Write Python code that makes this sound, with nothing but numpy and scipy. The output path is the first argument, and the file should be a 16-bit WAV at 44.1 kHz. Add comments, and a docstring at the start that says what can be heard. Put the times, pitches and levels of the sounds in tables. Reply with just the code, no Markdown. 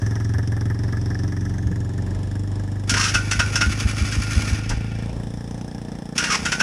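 """A dirt yard in a light breeze, the microphone with the rider of a standing quad bike.
From 5 m off, a single-cylinder quad pulls away: each firing thuds, rings the silencer, rattles the
engine and spits gas, ever faster, while the boom and rasp fade up the yard. Close by, the rider works
the electric starter twice: the pinion clashes and rings, the gears whirr, and on the first, longer
try the cold engine gulps air on each intake stroke without catching."""
import sys
import numpy as np
from scipy import signal
from scipy.fft import rfft, irfft
from scipy.io import wavfile
from scipy.ndimage import uniform_filter1d

SR = 44100
rng = np.random.default_rng(int(sys.argv[2]) if len(sys.argv) > 2 else 0)


def dump(signal):
    """Clip the signal to [-1, 1] and save it as 16-bit WAV at the path in sys.argv[1]."""
    limited = np.clip(np.atleast_2d(signal).T, -1, 1)
    pcm = np.round(limited * 32767).astype(np.int16)
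    wavfile.write(sys.argv[1], SR, pcm)


N = 291942
T = np.arange(N) / SR
HZ = np.fft.rfftfreq(N, 1 / SR)

# engine speed of the departing quad: t/s, firing rate/Hz
FIRING_RATE = [(0.0, 21.74), (0.85, 22.28), (1.5, 23.18), (1.8, 22.31), (2.15, 24.04), (2.35, 24.63),
               (4.0, 26.08), (4.5, 25.92), (4.8, 27.63), (5.6, 29.59), (6.1, 28.93), (6.62, 32.41)]
# modes of its silencer and pipe: f/Hz, relative level/dB, decay/s
SILENCER_MODES = [(51.3, -10, 0.084), (102.04, 5.5, 0.033), (183.8, -12, 0.062), (299, -21, 0.075),
                  (384.4, -17.5, 0.011)]
# spectra of its thud (throttle shut, open), clatter and spit: f/Hz, relative level/dB
THUD_SHUT_SPECTRUM = [(8, -61), (42, 4.5), (70, -33), (130, 8.5), (185, 0.5), (280, 5), (390, -7.5),
                      (480, -23.5), (850, -30), (1200, -39), (6000, -67)]
THUD_OPEN_SPECTRUM = [(8, -48), (52, 8), (90, -1), (175, 5.5), (260, 2.5), (380, -3.5), (520, -6.5),
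                      (680, -9), (850, -3.5), (1080, -41), (6000, -60)]
CLATTER_SPECTRUM = [(300, 5.5), (600, -1.5), (900, 0), (1080, -7.5), (1300, 3.5), (1450, -6.5), (1700, 12),
                    (2000, -2), (2400, -19), (3200, -49), (6000, -31)]
SPIT_SPECTRUM = [(1800, 0.5), (2700, -5.5), (3500, 2), (4300, -16), (5300, 7), (6500, -8), (8000, -5.5),
                 (10200, -7), (11600, -29), (16000, -32)]
# the near rider bows the head to the starter: t/s, bow/0-1, sizzle level at the starting distance/dB
HEAD_BOWS = [(0, 0.17, -46.5), (.7, 0, -51), (1.15, 0, -44.5), (1.45, 0.15, -47.5), (1.8, 0.72, -54.5),
             (2.4, 0.84, -55), (5.1, 0.03, -59), (5.55, 0.3, -48.5), (6.2, 0, -63)]
# gear clashes and one brief swell of the whirr (at 4.121 s):
# t/s, relative level/dB, rise/s, treble tilt/(dB per octave)
STARTER_ACCENTS = [(2.894, -12, .0025, 1), (2.938, -14.5, 0.00228, -7), (2.965, -19.5, 0.00477, -9),
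                   (3.138, -15.5, 0.011, -3), (3.309, -15.5, 0.0062, -2.5), (3.39, -13.5, .0076, -6.5),
                   (3.554, -15, 0.0042, -3), (3.606, -14, 0.0091, -6.5), (4.121, -25, 0.0039, -3.5),
                   (4.691, -24, 0.004, 1), (6.178, -14, 0.00282, -1), (6.238, -18, .003, -4.5),
                   (6.45, -17.5, 0.0075, -4.5), (6.516, -16, 0.0066, -4.5), (6.593, -16, 0.013, -5)]
# pinion skids: t/s, length/s, first f/Hz, last f/Hz, relative level/dB, treble tilt/(dB per octave)
PINION_SKIDS = [(2.959, 0.14, 1120, 1405, -21, -3), (4.699, 0.022, 1110, 780, -25, -13.5),
                (6.177, 0.114, 1460, 1370, -26.5, -7.5), (6.287, 0.066, 1370, 1030, -20.5, -4.5)]
# modes of the ring gear: f/Hz, relative level/dB, t60/s
GEAR_MODES = [(1418, 19, 0.16), (1502, 16, 0.12), (1660, -3, 0.1), (1810, -22, 0.18), (2042, 7, 0.11),
              (2250, -15, 0.2), (2620, 13.5, 0.12), (2880, 9, 0.06), (5300, -25, .06), (5900, -3, 0.16)]
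# starter button: pressed t/s, released t/s, relative whirr level/dB
STARTER_TRIES = [(2.871, 4.522, -28.5), (6.151, 6.7, -32)]
# spectra of grating teeth and running gears: f/Hz, relative level/dB
GRATING_SPECTRUM = [(200, -9), (700, -27), (1000, -15), (1600, -1.5), (2100, -4), (2700, 0), (4000, -5.5),
                    (5500, 6.5), (7000, -3), (8500, -9.5), (10300, -10), (11800, -31.5), (13500, -27),
                    (15500, -44)]
WHIRR_SPECTRUM = [(50, -30), (150, -5), (240, 3.5), (400, -13), (950, -17), (1450, -4), (1880, -5),
                  (2750, -1.5), (3300, -10.5), (4000, -12.5), (5700, -7), (8200, -19.5), (10300, -16.5),
                  (11700, -36), (13800, -34), (15400, -48)]
# intake strokes of the cranked engine: t/s, level/dB
INTAKE_GULPS = [(3.678, -9), (3.858, -10), (4.024, -9), (4.186, -13), (4.374, -7.5), (4.529, -11.5)]
# soft low thumps and a brief swell of the boom (at 0.37 s): t/s, level/dB, f/Hz
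LOW_THUMPS = [(0.37, -17, 82), (1.665, -14, 84), (1.715, -15, 157), (2.919, -14.5, 226), (2.937, -28, 72),
              (3.15, -24, 54), (3.39, -16.5, 71.4), (3.46, -21, 76.6), (4.715, -19, 35), (4.775, -19, 62.6)]
# spectrum of wind and distant rumble: f/Hz, relative level/dB
BREEZE_SPECTRUM = [(15, -31), (40, -6), (100, -8), (250, -14.5), (500, -20.5), (900, -25), (1500, -41),
                   (4000, -43.5), (10000, -55.5), (15000, -109)]


def departing_quad(shut_rate_hz=22.85, open_rate_hz=30.5, start_m=5, away_m_per_s=1.88):
    """The quad leaves the microphone at a steady pace; its throttle opens with engine speed."""
    rate_hz, = curves(FIRING_RATE)
    throttle = np.clip((rate_hz - shut_rate_hz) / (open_rate_hz - shut_rate_hz), 0, 1)
    nearness = start_m / (start_m + away_m_per_s * T)
    bow, sizzle_db = curves(HEAD_BOWS)
    train = firings(rate_hz)
    thud = gain_of(-32 + throttle - 3.5 * bow) * exhaust_thud(train, throttle)  # a bowed head shades it
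    return thud + silencer_boom(train) + nearness * engine_rasp(train, throttle, bow, sizzle_db)


def firings(rate_hz, first_phase=0.625, uneven_db=0.95, jitter_s=0.00007):
    """One impulse for each combustion, never quite alike."""
    cycles = first_phase + np.cumsum(rate_hz) / SR
    at = np.flatnonzero(np.diff(np.floor(cycles)))
    strength, late = rng.standard_normal((len(at), 2)).T
    train = np.zeros(N)
    train[np.clip(at + (late * jitter_s * SR).astype(int), 0, N - 1)] = gain_of(uneven_db * strength)
    return train


def exhaust_thud(train, throttle, push_hz=170, thin_from_s=5.5, thin_over_s=0.59):
    """Pressure pulses leave the pipe; turbulent gas trails each one, and the yard throws it back."""
    puff = evened(excite(train, burst(T[:SR // 4], 0.0084, 0.032)) * rng.standard_normal(N))
    pulses = pipe_dispersion(evened(train))
    drive = 0.15 * puff - echoes(pulses, decay_s=0.011, db=-1.5)
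    body = (1 - throttle) * colour(drive, THUD_SHUT_SPECTRUM)
    body += throttle * colour(drive, THUD_OPEN_SPECTRUM)
    # the pressure wave itself: one quick push and pull at the tailpipe
    t = T[:SR // 4] - 0.0058
    push = excite(train, -np.sin(2 * np.pi * push_hz * t) * np.exp(-(t / 0.0022) ** 2))
    thud = steadied(steadied(body) + (0.25 + 0.62 * throttle) * steadied(push))
    # far up the yard the thud loses its deep bass
    return thud - np.clip((T - thin_from_s) / thin_over_s, 0, 1) * bass(thud, hz=130)


def pipe_dispersion(x, hz=420, width_hz=650):
    """In the pipe the lows around hz lag behind the crack of the pulse."""
    radius = np.exp(-np.pi * width_hz / SR)
    poles = np.poly(radius * np.exp(2j * np.pi * hz / SR * np.array([1, -1]))).real
    return signal.lfilter(poles[::-1], poles, x)


def silencer_boom(train, sink_db_per_s=1.4, far_s=4.865, far_db_per_s=13.5):
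    """Firings ring the silencer; the boom sinks slowly, then quickly once the quad is far up the yard."""
    t = T[:SR // 4]
    modes = sum(gain_of(db) * burst(t, 0.02, decay) * np.cos(2 * np.pi * hz * (t - 0.0016))
                for hz, db, decay in SILENCER_MODES)
    level_db = -21 - sink_db_per_s * T - far_db_per_s * np.maximum(T - far_s, 0)
    return gain_of(level_db) * steadied(excite(train, modes))


def engine_rasp(train, throttle, bow, sizzle_db, sizzle_width_hz=800):
    """Each firing rattles the engine and spits gas; under load the clatter softens and the spit grows."""
    t = T[:SR // 4]
    double_knock = burst(t, 0.0013, 0.0096) + 0.8 * burst(t - 0.006, 0.0018, 0.012)
    knocks = excite(train, double_knock) * gain_of(3.3 * wander(1200))
    clatter = (0.079 + knocks) * noise(CLATTER_SPECTRUM)
    spurts = excite(train, burst(t, 0.00035, 0.0055)) * gain_of(2.2 * wander(1200))
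    spit = (0.25 + spurts) * noise(SPIT_SPECTRUM)
    # as the near rider's head bows, a bright band in the hiss moves up and the clatter is shaded
    sizzle_hz = 5430 + 2000 * bow
    sizzle = (0.13 + spurts) * noise_band(sizzle_hz, sizzle_width_hz)
    return (gain_of(-38 - 5.5 * bow - 4 * throttle) * steadied(clatter)
            + gain_of(-47.5 + 9.5 * throttle) * steadied(spit)
            + gain_of(sizzle_db) * steadied(sizzle))


def starter():
    """Close to the microphone, the crankcase and frame ring briefly with everything the starter does."""
    grating = gain_of(-1.42) * echoes(starter_accents() + pinion_skids(), decay_s=0.032, db=-7)
    gears = gain_of(-3) * echoes(starter_whirr(), decay_s=0.0069, db=-4)
    both = grating + gears
    return both - bass(both, hz=137)  # such small parts give off no bass


def starter_accents(grit_db=-0.5, decay_s=0.015, full_ring_s=0.012):
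    """Gear clashes and one brief swell of the whirr: rushes of tiny blows that leave the gear ringing."""
    out, t = np.zeros(N), T[:SR // 3]
    grit = evened(gain_of(grit_db * wander(40)))
    for start, db, rise_s, tilt in STARTER_ACCENTS:
        out += gain_of(db) * burst(T - start, rise_s, decay_s) * grit * noise(GRATING_SPECTRUM, tilt)
        blows = 0.031 * burst(t, rise_s, decay_s) * rng.standard_normal(len(t))
        blows[round((rise_s + 0.006) * SR)] += 1  # the teeth snap past one another
        ring = gear_ring(blows)
        ring /= np.sqrt(uniform_filter1d(ring ** 2, size=300).max())
        span = out[round(start * SR):][:len(t)]
        span += gain_of(db) * rise_s / full_ring_s * ring[:len(span)]
    return out


def pinion_skids(width_hz=260, grit_db=2.5, attack_s=0.017, release_s=0.01, squeal_db=-6, octave_db=-6):
    """The slipping pinion grinds, and a rough squeal glides with the speed of its teeth."""
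    out = np.zeros(N)
    grit = evened(gain_of(grit_db * wander(300)))
    for start, length, first_hz, last_hz, db, tilt in PINION_SKIDS:
        hz = np.interp(T, [start, start + length], [first_hz, last_hz])
        squeal = evened(noise_band(hz, width_hz))
        squeal += gain_of(octave_db) * evened(noise_band(2 * hz, width_hz))
        attack = np.clip((T - start) / attack_s, 0, 1)
        release = np.exp(-np.maximum(T - start - length, 0) / release_s)
        grinding = noise(GRATING_SPECTRUM, tilt)
        out += gain_of(db) * attack * release * grit * (grinding + gain_of(squeal_db) * squeal)
    return out


def gear_ring(x):
    """The ring gear sings in its decaying modes when it is struck or scraped."""
    t = T[:SR // 4]
    return excite(x, sum(gain_of(db - 60 * t / t60) * np.sin(2 * np.pi * hz * t)
                         for hz, db, t60 in GEAR_MODES))


def starter_whirr(swell_db=3, free_db=-3.5, unload_db=-10, coast_db_per_s=7,
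                  spin_up_s=0.0067, unload_s=0.21, coast_s=0.65, stop_s=0.15):
    """Gritty gear noise, softer until the pinion bites, swells with each crank turn and coasts down."""
    gulp_s = np.transpose(INTAKE_GULPS)[0]
    crank_turns = 2 * np.interp(T, gulp_s, np.arange(len(gulp_s)))
    cranking = (T > gulp_s[0]) * (T < gulp_s[-1])
    load_db = -swell_db * np.cos(2 * np.pi * crank_turns) * cranking + free_db * (T < gulp_s[0])
    whirr = noise(WHIRR_SPECTRUM)
    # as the load on the gears slackens, the treble goes and the motor's whine stands out
    whine = evened(resonate(rng.standard_normal(N), hz=2620, width_hz=90))
    dull = evened(resonate(whirr, hz=2600, width_hz=2300)) + gain_of(-13) * whine
    out = np.zeros(N)
    for pressed, released, db in STARTER_TRIES:
        coasting = np.maximum(T - released, 0)
        slack = np.minimum(coasting / unload_s, 1)
        running = np.clip((T - pressed) / spin_up_s, 0, 1) * np.clip((coast_s - coasting) / stop_s, 0, 1)
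        level = gain_of(db + load_db + unload_db * slack - coast_db_per_s * coasting)
        bright = 1.02 * (1 - slack)
        out += running * level * (bright * whirr + (1 - bright) * dull)
    out *= evened(gain_of(2.5 * wander(70) + 1.85 * wander(500)))  # grit
    return out + gain_of(-8) * np.std(out) * evened(gear_ring(out))


def intake_gulps(hz=70.7):
    """The cranked engine gulps air on each intake stroke."""
    return thumps([(s, db, hz) for s, db in INTAKE_GULPS], cycles=0.83, overtone=0.22)


def thumps(rows, cycles, overtone):
    """Short low swings of air with a weaker hollow overtone."""
    out = np.zeros(N)
    for s, db, hz in rows:
        span = abs(T - s) < 0.1
        turns = (T[span] - s) * hz
        envelope = np.exp(-((turns - 1 / 4) / cycles) ** 2)
        hollow = overtone * np.cos(2 * np.pi * (3 * turns + rng.random()))
        out[span] += gain_of(db) * envelope * (np.cos(2 * np.pi * turns) + hollow)
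    return out


def breeze(rumble_db=-37.5, hiss_db=-70):
    """Soft uneven wind and distant rumble over a faint steady hiss."""
    rumble = noise(BREEZE_SPECTRUM) * gain_of(rumble_db + 2 * wander(5000))
    return rumble + gain_of(hiss_db) * rng.standard_normal(N)


def gain_of(db):
    return 10 ** (np.asarray(db) / 20)


def evened(x):
    """Scales a sound to unit RMS."""
    return x / np.sqrt(np.mean(x ** 2) + 1e-20)


def steadied(x, size=12000):
    """Scales a sound to unit level over a few engine cycles."""
    return x / np.sqrt(abs(uniform_filter1d(uniform_filter1d(x ** 2, size), size // 2)) + 1e-20)


def curves(rows):
    """The columns of a table, joined by straight lines in time."""
    times, *columns = np.transpose(rows)
    return [np.interp(T, times, column) for column in columns]


def level_at(spectrum, hz):
    """A spectrum's level in dB, interpolated over log frequency."""
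    f, db = np.transpose(spectrum)
    return np.interp(np.log(hz + 1), np.log(f + 1), db)


def noise(spectrum, tilt=0):
    """Unit noise with a given spectrum, tilted in dB per octave."""
    db = level_at(spectrum, HZ) + tilt * np.log2(np.clip(HZ, 700, 6000))
    return evened(irfft(rfft(rng.standard_normal(N)) * gain_of(db), N))


def noise_band(hz, width_hz):
    """A band of noise that follows the curve hz."""
    return resonate(resonate(rng.standard_normal(N), hz, width_hz), hz, width_hz)


def wander(size):
    """Unit random drift that changes over about size samples."""
    return evened(uniform_filter1d(uniform_filter1d(rng.standard_normal(N), size), size))


def burst(t, rise_s, decay_s):
    """Swells for the rise time, then dies away."""
    return np.clip(t / rise_s, 0, 1) * np.exp(-np.maximum(t - rise_s, 0) / decay_s)


def excite(x, response):
    """Every sample of x sets off the response."""
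    return signal.oaconvolve(x, response)[:len(x)]


def colour(x, spectrum, size=8192):
    """Causal filter with a given spectrum."""
    log_gain = np.log(gain_of(level_at(spectrum, abs(np.fft.fftfreq(size, 1 / SR)))))
    response = np.fft.ifft(np.exp(np.conj(signal.hilbert(log_gain)))).real
    return excite(x, response[:size // 2])


def resonate(x, hz, width_hz):
    """A resonance that follows the curve hz."""
    turn = np.exp(2j * np.pi * np.cumsum(hz * np.ones(N)) / SR)
    radius = np.exp(-np.pi * width_hz / SR)
    return 2 * (turn * signal.lfilter([1 - radius], [1, -radius], x / turn + 1e-18)).real


def echoes(x, decay_s, db):
    """Adds a short tail of dense reflections of random sign."""
    t = T[:SR // 5]
    taps = rng.choice([-1., 1.], len(t)) * (rng.random(len(t)) < 0.1) * np.exp(-t / decay_s)
    return x + gain_of(db) * excite(x, taps / np.linalg.norm(taps))


def bass(x, hz):
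    """The part of a sound below hz."""
    return irfft(rfft(x) / (1 + (HZ / hz) ** 8), N)


def scene():
    """The yard in mono: one quad close by, one driving off, low thumps and the breeze behind."""
    near_quad = starter() + intake_gulps()
    low_thumps = thumps(LOW_THUMPS, cycles=1, overtone=0.11)
    return (departing_quad() + near_quad + low_thumps + breeze())[None]


def record(dry, edge_hz=15400):
    """The microphone chain passes nothing far above edge_hz."""
    lowpass = signal.firwin(511, edge_hz, window=("kaiser", 9), fs=SR)
    return signal.oaconvolve(dry, lowpass[None], "same")


dry = scene()
out = record(dry)
dump(out)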